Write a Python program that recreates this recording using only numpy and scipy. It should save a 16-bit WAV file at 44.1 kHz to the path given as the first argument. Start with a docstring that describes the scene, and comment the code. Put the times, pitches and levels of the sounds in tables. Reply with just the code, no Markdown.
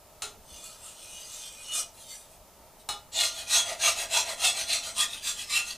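"""Cleaver on a floured board

A broad cleaver is set down on a floured wooden board, hisses across it and is swept off the edge.
It clanks against a second knife, then scrapes to and fro along it about three times a second.
Tiny friction slips ring the steel and set the board droning; a small kitchen answers."""
import sys
import numpy as np
from scipy import signal
from scipy.fft import rfft, irfft, next_fast_len
from scipy.io import wavfile
from scipy.ndimage import map_coordinates

SR = 44100
rng = np.random.default_rng(int(sys.argv[2]) if len(sys.argv) > 2 else 0)


def dump_mix(stems):
    """Bounce the given channels to the path in sys.argv[1] as a 16-bit WAV at rate SR."""
    frames = np.atleast_2d(stems).T  # one column per channel
    limited = np.clip(frames, -1, 1)  # hard clip at full scale
    pcm = np.round(limited * 32767).astype(np.int16)
    wavfile.write(sys.argv[1], SR, pcm)


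N = 254443

# The wooden board's resonances. Each row: frequency in Hz, width in Hz, relative level in dB.
BOARD_MODES = [(672, 30, 5), (804, 120, -5), (1365, 36, -7.5), (1927, 240, -6.5)]
# The low rumble of the table. Each row: frequency in Hz, relative level in dB.
TABLE_RUMBLE = [(15, -9), (40, -2.5), (70, -1.5), (100, -13.5), (220, -11), (500, -17), (1500, -80)]


def amp(db):
    """Decibels to gain."""
    return 10 ** (np.asarray(db) / 20)


def unit(x):
    """Scale to rms 1."""
    return x / np.sqrt(np.mean(x ** 2) + 1e-20)


def along(points, hz):
    """Read a curve of (Hz, value) points on a log frequency axis."""
    point_hz, values = np.transpose(points)
    return np.interp(np.log(hz + 1), np.log(point_hz + 1), values)


def wobble(rate):
    """A smooth random curve, rate knots a second."""
    knots = rng.standard_normal(int(N * rate / SR) + 4)
    return map_coordinates(knots, [np.arange(N) * rate / SR])


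def filtered(x, response):
    """Equalise x with a gain given as a function of frequency."""
    size = next_fast_len(N + SR // 4)
    return irfft(rfft(x, size) * response(np.fft.rfftfreq(size, 1 / SR)), size)[..., :N]


def colour(x, spectrum):
    """Give white sound a spectrum, keeping its power."""
    return filtered(x, lambda hz: unit(amp(along(spectrum, hz))))


def shifting(x, depth_db):
    """As the contact point travels, patches of the spectrum swell and fade."""
    spectra = signal.stft(x, nperseg=1024)[2]
    patch = np.outer(np.hanning(7), np.hanning(13))
    patches = signal.convolve2d(rng.standard_normal(spectra.shape), patch, "same")
    return signal.istft(spectra * unit(amp(depth_db * unit(patches))), nperseg=1024)[1][:N]


def resonate(force, modes, wander_db, width_scale=1):
    """Drive (Hz, width Hz, dB) modes, keeping the power; each one's share drifts as the contact moves."""
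    out, power = np.zeros(N), 0
    for hz, width, db in modes:
        b, a = signal.iirpeak(hz, hz / (width * width_scale), SR)
        drift = unit(amp(wander_db * wobble(6)))
        out += amp(db) * signal.lfilter(b, a, force * drift)
        power += amp(db) ** 2 * np.pi * width * width_scale / SR
    return out / np.sqrt(power)


def friction(grit_db=3, judder_db=1):
    """Countless tiny slips: sizes change from grain to grain, and in clumps as the edge judders."""
    return unit(rng.standard_normal(N) * amp(grit_db * wobble(2200) + judder_db * wobble(130)))


def swells(rows, db_scale=1, stretch=1):
    """Level in dB of a run of strokes: the hand speeds up and slows again, so each is a bell."""
    peak_s, db, half_s = np.transpose(rows)[:, :, None]
    from_peak = (np.arange(N) / SR - peak_s) / (stretch * half_s)
    bells_db = db_scale * db - 9.5 * from_peak ** 2
    return 10 * np.log10(np.sum(amp(bells_db) ** 2, axis=0) + 1e-12)


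def room_tone():
    """A bed of faint, steady air with a hollow hum in it and an uneven low rumble."""
    # The tone of the air and of the hum. Each row: frequency in Hz, relative level in dB.
    air_spectrum = [(12, -43), (20, 3.5), (70, -9), (87, -5.5), (315, -13.5), (505, -9), (614, -4),
                    (1130, -14), (1300, -9), (1410, -18), (15500, -20.5)]
    hum_spectrum = [(300, -19.5), (520, -11), (630, 3.5), (750, -17.5), (900, 2), (1100, -19), (1300, -14),
                    (1600, -51)]
    air = amp(-56) * colour(rng.standard_normal(N), air_spectrum)
    hum = amp(-63) * colour(rng.standard_normal(N), hum_spectrum)
    rumble = amp(-66.5 + 4.1 * wobble(21.02)) * colour(rng.standard_normal(N), TABLE_RUMBLE)
    return air + hum + rumble


def kitchen(x, wet_db):
    """The direct sound and the walls' short answer, the highs dying first."""
    # The room's decay. Each row: frequency in Hz, seconds to fall 60 dB.
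    wall_decay = [(150, 0.62), (800, 0.3), (2500, 0.24), (6000, 0.24), (14000, 0.15)]
    hz, t, spectra = signal.stft(rng.standard_normal(SR // 2), SR, nperseg=256)
    decay = amp(-60 * t / along(wall_decay, hz)[:, None])
    tail = signal.istft(spectra * decay, SR, nperseg=256)[1]
    delayed_tail = np.pad(tail, (SR // 300, 0)) / np.linalg.norm(tail)
    echo = signal.fftconvolve(x, delayed_tail)[:N]
    return (x + amp(wet_db) * echo) / np.hypot(1, amp(wet_db))


def flour_brushes():
    """With hardly any pressure, flour on steel gives only a thin, bright whisper."""
    # Light touches. Each row: peak time in seconds, level in dB, half-length in seconds.
    touches = [(2.005, -47.5, 0.06), (2.125, -42, 0.053), (2.21, -55, 0.065), (2.33, -56.5, 0.039),
               (2.808, -54.5, 0.02)]
    # The whisper's tone. Each row: frequency in Hz, relative level in dB.
    dust_spectrum = [(1200, -23), (3200, -1.5), (5000, -6), (8500, -1), (12000, -10), (15000, -14)]
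    force = amp(swells(touches)) * friction(grit_db=1.5, judder_db=-0.5)
    return shifting(colour(force, dust_spectrum), depth_db=6)


def cleaver_slide():
    """The cleaver's edge hisses through the flour, faintly ringing its own steel and the board."""
    # The slow slide. Each row: time in seconds, relative friction in dB.
    slide_curve = [(0.4, -75), (0.504, -51), (0.558, -46), (0.624, -48), (0.646, -43), (0.78, -52.5),
                   (0.862, -43.5), (0.96, -52), (1.022, -47), (1.286, -44), (1.336, -41), (1.464, -43),
                   (1.504, -48), (1.644, -45.5), (1.7, -43.5)]
    # The quick sweep off the board. Its row: peak time in seconds, friction in dB, half-length in seconds.
    sweep_off = [(1.774, -26, 0.05)]
    # The floury hiss. Each row: frequency in Hz, relative level in dB.
    flour_spectrum = [(820, -24), (1300, -15.5), (1600, -18.5), (2200, -15.5), (2360, -15), (2750, -7),
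                      (2860, -3), (3950, -6.5), (5840, -8), (8310, -1), (14400, -21), (15500, -28)]
    # The cleaver's resonances. Each row: frequency in Hz, width in Hz, relative level in dB.
    cleaver_modes = [(1262, 123, -7.5), (2458, 40, -1.5), (2940, 16, 1.5), (3480, 54, -2), (4190, 45, -4),
                     (5710, 66, -0.5), (6260, 36, 7), (7180, 99, -10), (7900, 30, 2), (8370, 100, -14),
                     (9050, 52, -8), (9740, 39, -4)]
    slide_db = np.interp(np.arange(N) / SR, *np.transpose(slide_curve), left=-120, right=-120) + 2
    level = np.hypot(amp(slide_db), amp(swells(sweep_off)))
    hiss = shifting(colour(level * friction(), flour_spectrum), depth_db=4.5)
    ring = resonate(level * friction(), cleaver_modes, wander_db=4)
    wood = resonate(level * friction(), BOARD_MODES, wander_db=2, width_scale=2)
    return amp(-3.5) * hiss + amp(-8.5) * ring + amp(-26) * wood


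def singing_edge():
    """The edge catches and friction feeds one mode: it swells, wavers and dies under the hand."""
    # The sung notes. Each row: peak time in seconds, pitch in Hz, level in dB, rise in seconds.
    notes = [(1.179, 2910, -49.5, 0.053), (1.42, 6340, -49, 0.054), (1.481, 3180, -50.5, 0.042),
             (1.731, 2930, -36, .03), (1.75, 3590, -40, .02), (1.8, 2925, -43.5, .015),
             (3.57, 6300, -27, 0.029), (3.605, 3335, -28.5, 0.019), (3.87, 6280, -28.5, 0.032),
             (4.5, 3396, -31, .025), (5.02, 1214, -37, 0.023), (5.021, 3367, -29, 0.023),
             (5.58, 2708, -26.5, 0.018)]
    out = np.zeros(N)
    for peak_s, hz, db, rise_s in notes:
        t = np.arange(N) / SR - peak_s
        sounding = (t > -4 * rise_s) & (t < 0.4)
        t = t[sounding]
        attack = np.exp(-0.5 * (np.minimum(t, 0) / rise_s) ** 2)
        decay = amp(-60 * np.maximum(t, 0) / 0.23)
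        waver = 0.65 * np.cumsum(rng.standard_normal(len(t))) / np.sqrt(SR / 200)
        out[sounding] += amp(db) * np.sqrt(2) * attack * decay * np.sin(2 * np.pi * hz * t + waver)
    return out


def blade_ring(t, strike):
    """Free ringing after a flat tap (strike 0) or a blow on the edge (1); higher modes die sooner."""
    # The blades' free modes. Each row: frequency in Hz, dB when tapped flat, dB when struck on the edge.
    free_modes = [(431, -12.5, -15), (825, -18, -3.5), (1225, -17, -0.5), (1384, -9, -8), (2604, -6, -10),
                  (2945, -25, 1), (3460, -7, -5), (3760, -16, 1), (3900, -2.5, -4), (4190, 2, 5.5),
                  (5210, -19, -9), (5140, -6, -6), (6370, 1.5, -20), (7090, 5.5, -5), (8200, -11, -4),
                  (9450, -1.5, 0)]
    hz, *shares_db = np.transpose(free_modes)[:, :, None]
    t60 = 0.2 * (np.maximum(hz, 1200) / 3000) ** -0.3
    partials = np.sin(2 * np.pi * (hz * t + rng.random(hz.shape)))
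    return np.sum(amp(shares_db[strike] - 60 * t / t60) * partials, axis=0)


def knocks():
    """A crack and a short chatter of the edge, a thud of the board, and the steel ringing on."""
    # The flat tap, then the clank. Each row: start in seconds, level in dB, thud and ring trims in dB.
    hits = [(0.221, -21, -10, -11), (2.889, -21.5, -8, -7.5)]
    # The edge's crack and the board's thud. Each row: frequency in Hz, relative level in dB.
    crack_spectrum = [(600, -37), (1200, -5), (2200, -3), (4000, -0.5), (5500, -1.5), (9500, -0.5),
                      (15000, -32)]
    thud_spectrum = [(60, -7.5), (170, -11.5), (290, -24), (420, -2.5), (520, -13), (820, 1), (980, -8),
                     (1280, -3), (1550, -14), (4000, -19.5)]
    out, t = np.zeros(N), np.arange(SR // 2) / SR
    contact = amp(-60 * t / 0.026) + amp(-8) * amp(-60 * t / 0.19)
    burst = lambda start: np.pad(contact * rng.standard_normal(len(t)), (start, N - start - len(t)))
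    for strike, (start_s, db, thud_db, ring_db) in enumerate(hits):
        start = round(start_s * SR)
        out += amp(db - 7.5) * colour(burst(start), crack_spectrum)
        out += amp(db + thud_db - 2) * colour(burst(start), thud_spectrum)
        out[start:start + len(t)] += amp(db + ring_db - 6) * blade_ring(t, strike)
    return out


def blade_strokes():
    """Steel rasps on steel: each stroke rings the knife and shakes the board that it lies on."""
    # Strong pushes with lighter returns, and the instants where the edge digs in.
    # Each row: peak time in seconds, friction in dB, half-length in seconds.
    strokes = [ (3.223, -25, 0.068), (3.391, -36.5, 0.056), (3.557, -20, 0.054), (3.700, -34.5, 0.051),
               (3.867, -20, 0.049), (4.008, -29.5, 0.046), (4.168, -22, 0.05), (4.302, -33.5, 0.047),
               (4.462, -22, 0.054), (4.596, -30, 0.048), (4.735, -27.5, 0.049), (4.868, -35.5, 0.050),
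               (5.013, -22.5, 0.041), (5.139, -37, 0.048), (5.285, -29, 0.051), (5.407, -34.5, 0.043),
               (5.559, -24, 0.054), (5.696, -36, 0.050), ]
    catches = [(3.213, -29, 0.011), (3.997, -32, 0.01), (4.45, -19.5, 0.0098), (4.705, -31, 0.011)]
    # The knife leans on the board, then eases off. Each row: time in seconds, board drive in dB.
    lean = [(3.15, -36), (3.35, -44.5), (3.7, -33.5), (4.55, -36), (4.8, -42.5), (5.0, -43), (5.2, -52),
            (5.7, -53)]
    # The contact creeps along the knife, so its bite sinks from the upper bending mode to the lower.
    # Each row: time in seconds, upper mode's share in dB, lower mode's share in dB.
    creep = [(3.2, -6, -22.5), (4.4, -9, -8.5), (5.6, -21, -8.5)]
    # The knife's resonances under the hand. Each row: frequency in Hz, width in Hz, relative level in dB.
    knife_modes = [(1219, 19, -4.5), (1406, 11, -3.5), (1904, 29, -8.5), (2645, 29, -14), (3340, 21, 2),
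                   (3500, 18, 2.5), (4120, 120, -1.5), (4870, 130, -6), (5180, 170, -8), (5740, 57, 0),
                   (6400, 130, -2.5), (7160, 150, -11), (8075, 50, 1.5), (8430, 15, -18), (9000, 190, -15),
                   (9360, 96, -27), (11300, 100, -28)]
    # The steel's rasp and the edge's top fizz. Each row: frequency in Hz, relative level in dB.
    rasp_spectrum = [(300, -43), (600, -24), (850, -7), (1120, -11), (1650, -10.5), (2000, -7), (2600, -2),
                     (3700, 0), (5300, -6.5), (6500, -0.5), (9000, -6), (15000, -27)]
    fizz_spectrum = [(6000, -47), (9000, 7), (11000, -3.5), (15000, -12)]
    t = np.arange(N) / SR
    friction_db = swells(strokes + catches)
    fizz_db = swells(strokes, db_scale=0.75) - 14
    board_db = np.interp(t, *np.transpose(lean)) + swells(strokes, db_scale=0.16, stretch=1.16)
    creep_s, *shares_db = np.transpose(creep)
    upper_db, lower_db = [friction_db + np.interp(t, creep_s, db) for db in shares_db]
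    touch_s, rise_s = 3.115, 0.0095  # the blades meet and come to bear
    grip = np.clip((t - touch_s) / rise_s, 0, 1) * amp(0.75 * wobble(110))
    force = lambda db: amp(db) * grip * friction()

    rasp = amp(-2.5) * shifting(colour(force(friction_db), rasp_spectrum), depth_db=6)
    ring = amp(-6) * resonate(force(friction_db), knife_modes, wander_db=2)
    bite = resonate(force(upper_db), [(4140, 260, 0)], wander_db=6, width_scale=0.85)
    bite += resonate(force(lower_db), [(2635, 140, 0)], wander_db=4, width_scale=0.86)
    wood = resonate(force(board_db), BOARD_MODES, wander_db=2)
    fizz = amp(-6) * shifting(colour(force(fizz_db), fizz_spectrum), depth_db=2)
    # Thin blades and a board radiate little bass.
    low_cut = lambda hz: hz ** 3 / np.hypot(hz ** 3, 400 ** 3)
    # The table rocks under the work, nearly as much on light strokes as on heavy ones.
    rocking = amp(-52.5 + 0.21 * friction_db) * colour(rng.standard_normal(N), TABLE_RUMBLE)
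    return filtered(rasp + ring + bite + wood + fizz, low_cut) + rocking


def scene():
    """The knife work sits dead centre; only its bass, its top treble and the room tone spread wide."""
    # Stereo width of the work and of the room tone. Each row: frequency in Hz, side gain in dB.
    work_width = [(30, -15), (125, -19), (350, -19), (800, -41), (2800, -55), (5600, -44), (10000, -18.5),
                  (14000, -22)]
    air_width = [(40, -8.5), (200, -11.5), (650, -22), (1200, -15), (2200, -18), (6000, -3), (14000, -1)]
    work = kitchen(cleaver_slide() + flour_brushes() + blade_strokes(), wet_db=-7)
    work += kitchen(knocks(), wet_db=-0.5)
    work += kitchen(singing_edge(), wet_db=-21)
    mid = work + room_tone()
    # A quarter-cycle phase shift widens the work without pulling it to one side.
    side = filtered(kitchen(work, wet_db=-1), lambda hz: 1j * amp(along(work_width, hz)))
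    side += filtered(room_tone(), lambda hz: amp(along(air_width, hz)))
    return np.array([mid + side, mid - side])


def record(dry):
    """A brick-wall high cut takes off the very top."""
    return filtered(dry, lambda hz: hz < 15250)


dry = scene()
out = record(dry)
dump_mix(out)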